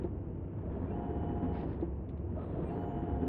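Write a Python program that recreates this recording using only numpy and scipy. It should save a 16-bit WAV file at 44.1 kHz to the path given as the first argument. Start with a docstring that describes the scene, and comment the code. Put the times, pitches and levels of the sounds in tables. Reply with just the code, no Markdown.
"""Bag packing machine, close

A bag packing machine cycles in a workshop, heard dull and close in mono over its own hum and rumble.
In each cycle the drive runs up, whines and rattles at full speed while the sealing jaws close with a thud,
then slows until the carriage bumps its stop. The plastic film rustles and squeaks faintly, amid small
snaps and faint ticks. Motor, gears and squeals are wavering tones, rumble and rattle are coloured noise
and clicks, and the knocks are decaying modes of the frame."""
import sys
import numpy as np
from scipy import signal
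from scipy.fft import rfft, irfft
from scipy.io import wavfile

SR = 44100
rng = np.random.default_rng(int(sys.argv[2]) if len(sys.argv) > 2 else 0)


def file_out(sig):
    """Save sig as 16-bit WAV at sys.argv[1]."""
    # one column per channel
    cols = np.atleast_2d(sig).T
    # limit, then scale
    lim = np.clip(cols, -1, 1)
    pcm = np.round(lim * 32767).astype(np.int16)
    wavfile.write(sys.argv[1], SR, pcm)


N = 144648  # length of the scene [samples]

# Spectra are listed as (frequency [Hz], relative density [dB per Hz]); only their shape counts.

# rumble of the running machine: spectrum
RUMBLE_SPECTRUM = [(20, -16), (35, -8.5), (55, 0.5), (95, -2), (125, -2), (210, -7), (330, -5.5),
                   (450, -14.5), (600, -18.5), (900, -26), (1300, -36.5), (2000, -46.5), (2900, -49.5),
                   (3400, -68), (4100, -77.5), (14000, -86)]
RUMBLE_DB = -42
# motor and cabinet hum: (frequency [Hz], level [dB], waver [0-1])
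HUM = [(68.4, -49.5, 0.9), (92.3, -47, .45), (137.4, -55.5, 0.3), (171.8, -51.5, .5), (337.4, -57.5, 0.1),
       (426.3, -65.5, .2), (485, -63.5, 0), (651, -69, 0.4), (900, -74.5, 0.7), (1098, -80.5, 0)]
# fine ticking of the running mechanism: spectrum
TICKING_SPECTRUM = [(500, -10), (1100, 5), (1900, -2), (2900, -12.5), (3500, -19.5), (4200, -40.5),
                    (8000, -67.5)]
TICKING_DB, TICKING_PER_S = -74.5, 280

# drive runs: (start [s], full speed [s], slowing [s], stopped [s], relative level [dB])
RUNS = [(-.81, -.51, -.15, .11, -.1), (.54, .915, 1.635, 1.9, -.5), (2.27, 2.71, 3.41, 3.68, -.2)]
# gear whine at full speed: (frequency [Hz], level before that of the run [dB])
WHINE = [(431.5, -53), (476, -59), (699.9, -51), (730, -57.5), (818.7, -55.5), (833, -59), (926, -66),
         (953, -68), (1416, -75), (1561, -79.5), (1685, -82), (1847, -79), (2143, -87)]
# rattle of the drive, also used for clacks and the rough part of the jaws: spectrum
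RATTLE_SPECTRUM = [(20, -18), (45, -8), (68, 3), (110, -7), (170, -1), (260, 0), (440, -4.5), (590, -15),
                   (780, -18.5), (960, -15.5), (1100, -25), (1800, -30.5), (2100, -38.5), (2900, -43),
                   (3400, -47), (4200, -66), (5000, -82), (14000, -90)]
RATTLE_DB, GRIT_PER_S, GRIT_SHARE = -40, 330, 0.2  # grit: clicks, as a share of the rattle's power
SPEED_POWER, WHINE_POWER = 0.47, 7.4  # rattle and whine amplitude against relative speed
SHAFT_HZ, CHATTER_HZ = 29.7, 15.35  # rates at full speed
CHATTER_DEPTH, BUZZ_DEPTH = 0.23, 0.24

# film dragged over the forming tube: (time [s], relative level [dB])
PULL = [(.5, -38), (.65, -25), (.8, -13.5), (1.0, -30.5), (2.31, -36), (2.37, -8), (2.43, 3), (2.48, -1),
        (2.56, 0.5), (2.7, -0.5), (2.95, -13.5), (3.28, -30)]
# scrape of the dragged film: spectrum
FILM_SPECTRUM = [(100, -24.5), (300, 3), (480, 5.5), (660, 2), (850, -9.5), (1250, -9), (1600, -26.5),
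                 (2500, -26.5), (3900, -30.5), (4700, -51), (7000, -69)]
FILM_DB = -52

# carriage bumps on its stop, and lighter knocks of the linkage: (time [s], relative level [dB])
KNOCKS = [(.014, -7.5), (.039, 6), (0.773, -2.5), (.902, -9), (0.987, -10.5), (1.124, -5), (1.546, -6.5),
          (1.589, -5), (1.646, -2.5), (1.686, -6), (1.808, -5), (1.822, 6), (2.491, -4), (2.532, -17),
          (2.585, 0.5), (2.869, -10), (3.026, -3), (3.09, -2)]
# modes of the machine frame: (frequency [Hz], relative level [dB], 60 dB decay time [s])
FRAME = [(174, -7.5, 0.24), (318, -6.5, 0.043), (346.3, 1, 0.074), (373, -8, 0.032), (517, -9.5, 0.036),
         (688, -19.5, 0.15), (819.5, -19.5, 0.035), (904, -25, .08)]
KNOCK_DB, KNOCK_RISE_S = -34.5, 0.01
CLACK_DB, CLACK_T60_S = -7, 0.056  # level relative to the knock

# small snaps and faint ticks, the one at 2.091 s a faint tick: (time [s], relative level [dB])
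SNAPS = [(.036, -2.5), (1.551, -2), (1.61, 2), (1.729, -3), (1.811, -2.5), (2.091, -3), (2.175, -9)]
# one snap or tick: spectrum
SNAP_SPECTRUM = [(600, -22.5), (1800, 7.5), (3600, 6), (4600, -10), (6300, -20.5), (7500, -32),
                 (12000, -56)]
SNAP_DB, SNAP_T60_S = -64.5, 0.083

# cabinet panel booms: (time [s], length [s], frequency [Hz], peak level [dB])
BOOMS = [(0.522, 0.089, 101.7, -34), (1.093, 0.14, 70.9, -31.5), (1.46, 0.093, 71.3, -36.5),
         (1.74, 0.29, 68.9, -41.5), (2.082, 0.42, 73.6, -40.5), (3.077, 0.15, 69, -32)]
# the carriage rubs as it sets off: (start [s], length [s], frequency [Hz], level before the swell [dB])
RUBS = [(0.624, 0.085, 633, -51), (0.744, 0.061, 669, -50), (2.354, 0.043, 637, -44),
        (2.332, 0.15, 1262, -62.5), (2.499, 0.15, 340, -45.5), (2.522, 0.097, 650, -47)]
# the motor rasps at the end of each run-up: (start [s], level [dB])
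RASPS = [(.864, -68.5), (2.647, -68)]
# housing resonances the rasp climbs through: (delay [s], length [s], frequency [Hz], relative level [dB])
HOUSING = [(0, .06, 2393, -3), (0.024, 0.07, 2730, -4)]

# thin whistle of the motor housing: (frequency [Hz], level before that of the run [dB])
WHISTLE = [(2978, -76.5), (2918, -87)]
WHISTLE_POWER, WHISTLE_LAG_S, WHISTLE_WAVER = 24, 0.034, 0.45

# jaws press shut: (time [s], length [s], start frequency [Hz], end frequency [Hz], level [dB])
PRESSES = [(1.408, .082, 206.4, 298.5, -33), (3.194, 0.068, 196.7, 317, -33.5),
           (3.237, 0.071, 244, 300, -33.5)]
# film crushed by the jaws: (start [s], length [s], relative level [dB])
CRUSHES = [(1.518, 0.1, -2.5), (1.59, 0.073, -4.5), (1.64, 0.15, -9.5)]
# crinkle of the crushed film: spectrum
CRINKLE_SPECTRUM = [(400, -33.5), (1200, 4.5), (1900, 3.5), (2800, -4), (4000, -11), (5300, -16.5),
                    (5800, -40.5), (10000, -68.5)]
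CRINKLE_DB = -60
# faint squeal of the film: (start [s], length [s], frequency [Hz], level before the swell [dB])
SQUEALS = [(2.38, .2, 8236, -95), (2.59, .23, 8210, -85), (2.69, .38, 6803, -90), (2.7, .3, 13150, -91),
           (2.66, .24, 4380, -89)]

EDGE_HZ = 13400  # upper band limit of the recorder


def amp(db):
    """Decibels to gain."""
    return 10 ** (np.asarray(db) / 20)


def unit(x):
    """Scales to rms 1."""
    return x / np.sqrt(np.mean(x ** 2) + 1e-20)


def add(mix, s, sound):
    """Mixes a sound in at time s, cut at the end of the mix."""
    part = mix[max(round(s * SR), 0):][:len(sound)]
    part += sound[:len(part)]


def colour(x, points):
    """Filters x by a spectrum drawn over log frequency, at rms 1."""
    f, db = np.transpose(points)
    hz = np.fft.rfftfreq(len(x), 1 / SR)
    gain = amp(np.interp(np.log(hz + 1), np.log(f), db))
    return unit(irfft(rfft(x) * gain, len(x)))


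def noise(size, points):
    """Steady hiss with the given spectrum, rms 1."""
    return colour(rng.standard_normal(size), points)


def drift(rate_hz):
    """Slow random wander, rms 1."""
    hz = np.fft.rfftfreq(N, 1 / SR)
    return unit(irfft(rfft(rng.standard_normal(N)) * np.exp(-(hz / rate_hz) ** 2), N))


def grains(per_s, spread_db):
    """Random clicks of uneven size and either sign, rms 1."""
    size = amp(spread_db * np.minimum(rng.exponential(1, N), 3)) * rng.choice([-1, 1], N)
    return unit(size * (rng.random(N) < per_s / SR))


def arch(length):
    """Time and a smooth swell that lasts for length."""
    t = np.arange(0, length, 1 / SR)
    return t, np.sin(np.pi * t / length)


def wavering(hz, waver, rate_hz, size):
    """A tone of about rms 1 whose level and phase wander; waver 0 is a clean sine."""
    wander = (drift(rate_hz) + 1j * drift(rate_hz)) / np.sqrt(2)
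    sway = (1 + waver * wander) / np.sqrt(1 + waver ** 2)
    turns = hz * np.arange(size) / SR + rng.random()
    return np.sqrt(2) * (sway[:size] * np.exp(2j * np.pi * turns)).real


def run_speed(start, full, slowing, stopped):
    """Drive speed through one run, 1 at full speed, with straight ramps up and down."""
    return np.interp(np.arange(N) / SR, [start, full, slowing, stopped], [0, 1, 1, 0])


def idle():
    """The running machine: wavering hum lines over a rumble of coloured noise."""
    out = amp(RUMBLE_DB) * noise(N, RUMBLE_SPECTRUM)
    for hz, db, waver in HUM:
        out += amp(db) * wavering(hz, waver, rate_hz=7.7, size=N)
    return out


def ticking():
    """Fine random clicks of the mechanism, whose level wanders."""
    clicks = colour(grains(TICKING_PER_S, spread_db=-0.5), TICKING_SPECTRUM)
    return amp(TICKING_DB + 3.1 * drift(26)) * clicks


def drive():
    """Gears whine, buzz and chatter; pitch and level follow the speed of each run."""
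    t, out = np.arange(N) / SR, np.zeros(N)
    for start, full, slowing, stopped, db in RUNS:
        speed = run_speed(start, full, slowing, stopped)
        travel = np.cumsum(speed) / SR  # in seconds at full speed
        travel -= np.interp(full, t, travel)
        beat = 1 + CHATTER_DEPTH * np.cos(2 * np.pi * CHATTER_HZ * travel)
        beat *= 1 + BUZZ_DEPTH * np.cos(2 * np.pi * 4 * SHAFT_HZ * travel)  # four per shaft turn
        hiss = np.sqrt(1 - GRIT_SHARE) * rng.standard_normal(N)
        grit = np.sqrt(GRIT_SHARE) * grains(GRIT_PER_S, spread_db=2.5)
        rattle = colour(hiss + grit, RATTLE_SPECTRUM)
        out += amp(RATTLE_DB + db) * speed ** SPEED_POWER * beat * rattle
        for hz, line_db in WHINE:
            phase = 2 * np.pi * (hz * travel + rng.random()) + 0.17 * drift(16)
            tone = np.sin(phase) * amp(1.5 * drift(26))
            out += amp(line_db + db) * np.sqrt(2) * speed ** WHINE_POWER * tone
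    return out


def film_scrape():
    """Plastic film dragged over the tube: dense clicks that swell with the pull."""
    pull = amp(FILM_DB + np.interp(np.arange(N) / SR, *np.transpose(PULL)))
    return pull * colour(grains(4000, spread_db=0.5), FILM_SPECTRUM)


def knocks():
    """Each blow pushes the frame's decaying modes into ringing, with a short dull clack."""
    t, out = np.arange(SR // 3) / SR, np.zeros(N)
    free = np.maximum(t - KNOCK_RISE_S, 0)  # time since the push ended
    push = np.minimum(t / KNOCK_RISE_S, 1)
    for s, db in KNOCKS:
        ring = np.zeros(len(t))
        for hz, level, t60 in FRAME:
            mode_hz = hz * (1 + 0.0096 * rng.standard_normal())  # a little different in each blow
            ring += amp(level - 60 * free / t60) * np.sin(2 * np.pi * mode_hz * t)
        clack = noise(len(t), RATTLE_SPECTRUM) * amp(CLACK_DB - 60 * t / CLACK_T60_S)
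        add(out, s, amp(KNOCK_DB + db) * push * (ring + clack))
    return out


def snaps_and_ticks():
    """Small snaps and faint ticks: coloured noise that starts at once and dies away."""
    t, out = np.arange(SR // 10) / SR, np.zeros(N)
    for s, db in SNAPS:
        decay = amp(SNAP_DB + db - 60 * t / SNAP_T60_S)
        add(out, s, decay * noise(len(t), SNAP_SPECTRUM))
    return out


def panel_booms():
    """The cabinet panels boom now and then: low sines that swell and fade."""
    out = np.zeros(N)
    for s, length, hz, db in BOOMS:
        t, swell = arch(length)
        add(out, s, amp(db) * swell * np.sin(2 * np.pi * hz * t))
    return out


def rubs():
    """Short scrapes from the sliding carriage: tones roughened by fast wavering."""
    out = np.zeros(N)
    for s, length, hz, db in RUBS:
        t, swell = arch(length)
        add(out, s, amp(db) * swell * wavering(hz, waver=1.6, rate_hz=63, size=len(t)))
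    return out


def rasps():
    """The accelerating motor sets one housing resonance after the other ringing roughly."""
    out = np.zeros(N)
    for s, db in RASPS:
        for delay, length, hz, level in HOUSING:
            t, swell = arch(length)
            tone = wavering(hz, waver=0.91, rate_hz=39, size=len(t))
            add(out, s + delay, amp(db + level) * swell * tone)
    return out


def whistle():
    """The motor housing whistles near full speed, building and dying with a short lag."""
    out = np.zeros(N)
    keep = np.exp(-1 / (WHISTLE_LAG_S * SR))
    for *times, db in RUNS:
        ringing = signal.lfilter([1 - keep], [1, -keep], run_speed(*times) ** WHISTLE_POWER)
        for hz, line_db in WHISTLE:
            out += amp(line_db + db) * ringing * wavering(hz, WHISTLE_WAVER, rate_hz=14, size=N)
    return out


def jaws():
    """The jaws close with a short groan: a rising tone with rough noise."""
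    out = np.zeros(N)
    for s, length, start_hz, end_hz, db in PRESSES:
        t, swell = arch(length)
        turns = np.cumsum(start_hz + (end_hz - start_hz) * t / length) / SR
        groan = np.sin(2 * np.pi * turns) + 0.43 * noise(len(t), RATTLE_SPECTRUM)
        add(out, s, amp(db) * swell * groan)
    return out


def film_crinkle():
    """Film crushed in the jaws: dense uneven clicks, heard only while it is gripped."""
    crinkle = colour(grains(5000, spread_db=1.5), CRINKLE_SPECTRUM) * amp(1.8 * drift(55))
    grip = np.zeros(N)
    for s, length, db in CRUSHES:
        add(grip, s, amp(CRINKLE_DB + db) * arch(length)[1])
    return grip * crinkle


def film_squeals():
    """The film squeals faintly: high, unsteady tones that swell and fade."""
    out = np.zeros(N)
    for s, length, hz, db in SQUEALS:
        t, swell = arch(length)
        add(out, s, amp(db) * swell * wavering(hz, waver=1.4, rate_hz=27, size=len(t)))
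    return out


def scene():
    """The whole machine, in mono."""
    machine = idle() + ticking() + drive() + rasps() + whistle()
    blows = knocks() + snaps_and_ticks() + panel_booms() + rubs() + jaws()
    film = film_scrape() + film_crinkle() + film_squeals()
    return (machine + blows + film)[None]


def record(dry):
    """The recorder's band limit: a steep low-pass."""
    low_pass = signal.firwin(511, EDGE_HZ, window=("kaiser", 9), fs=SR)
    return signal.oaconvolve(dry, low_pass[None], "same")


dry = scene()
out = record(dry)
file_out(out)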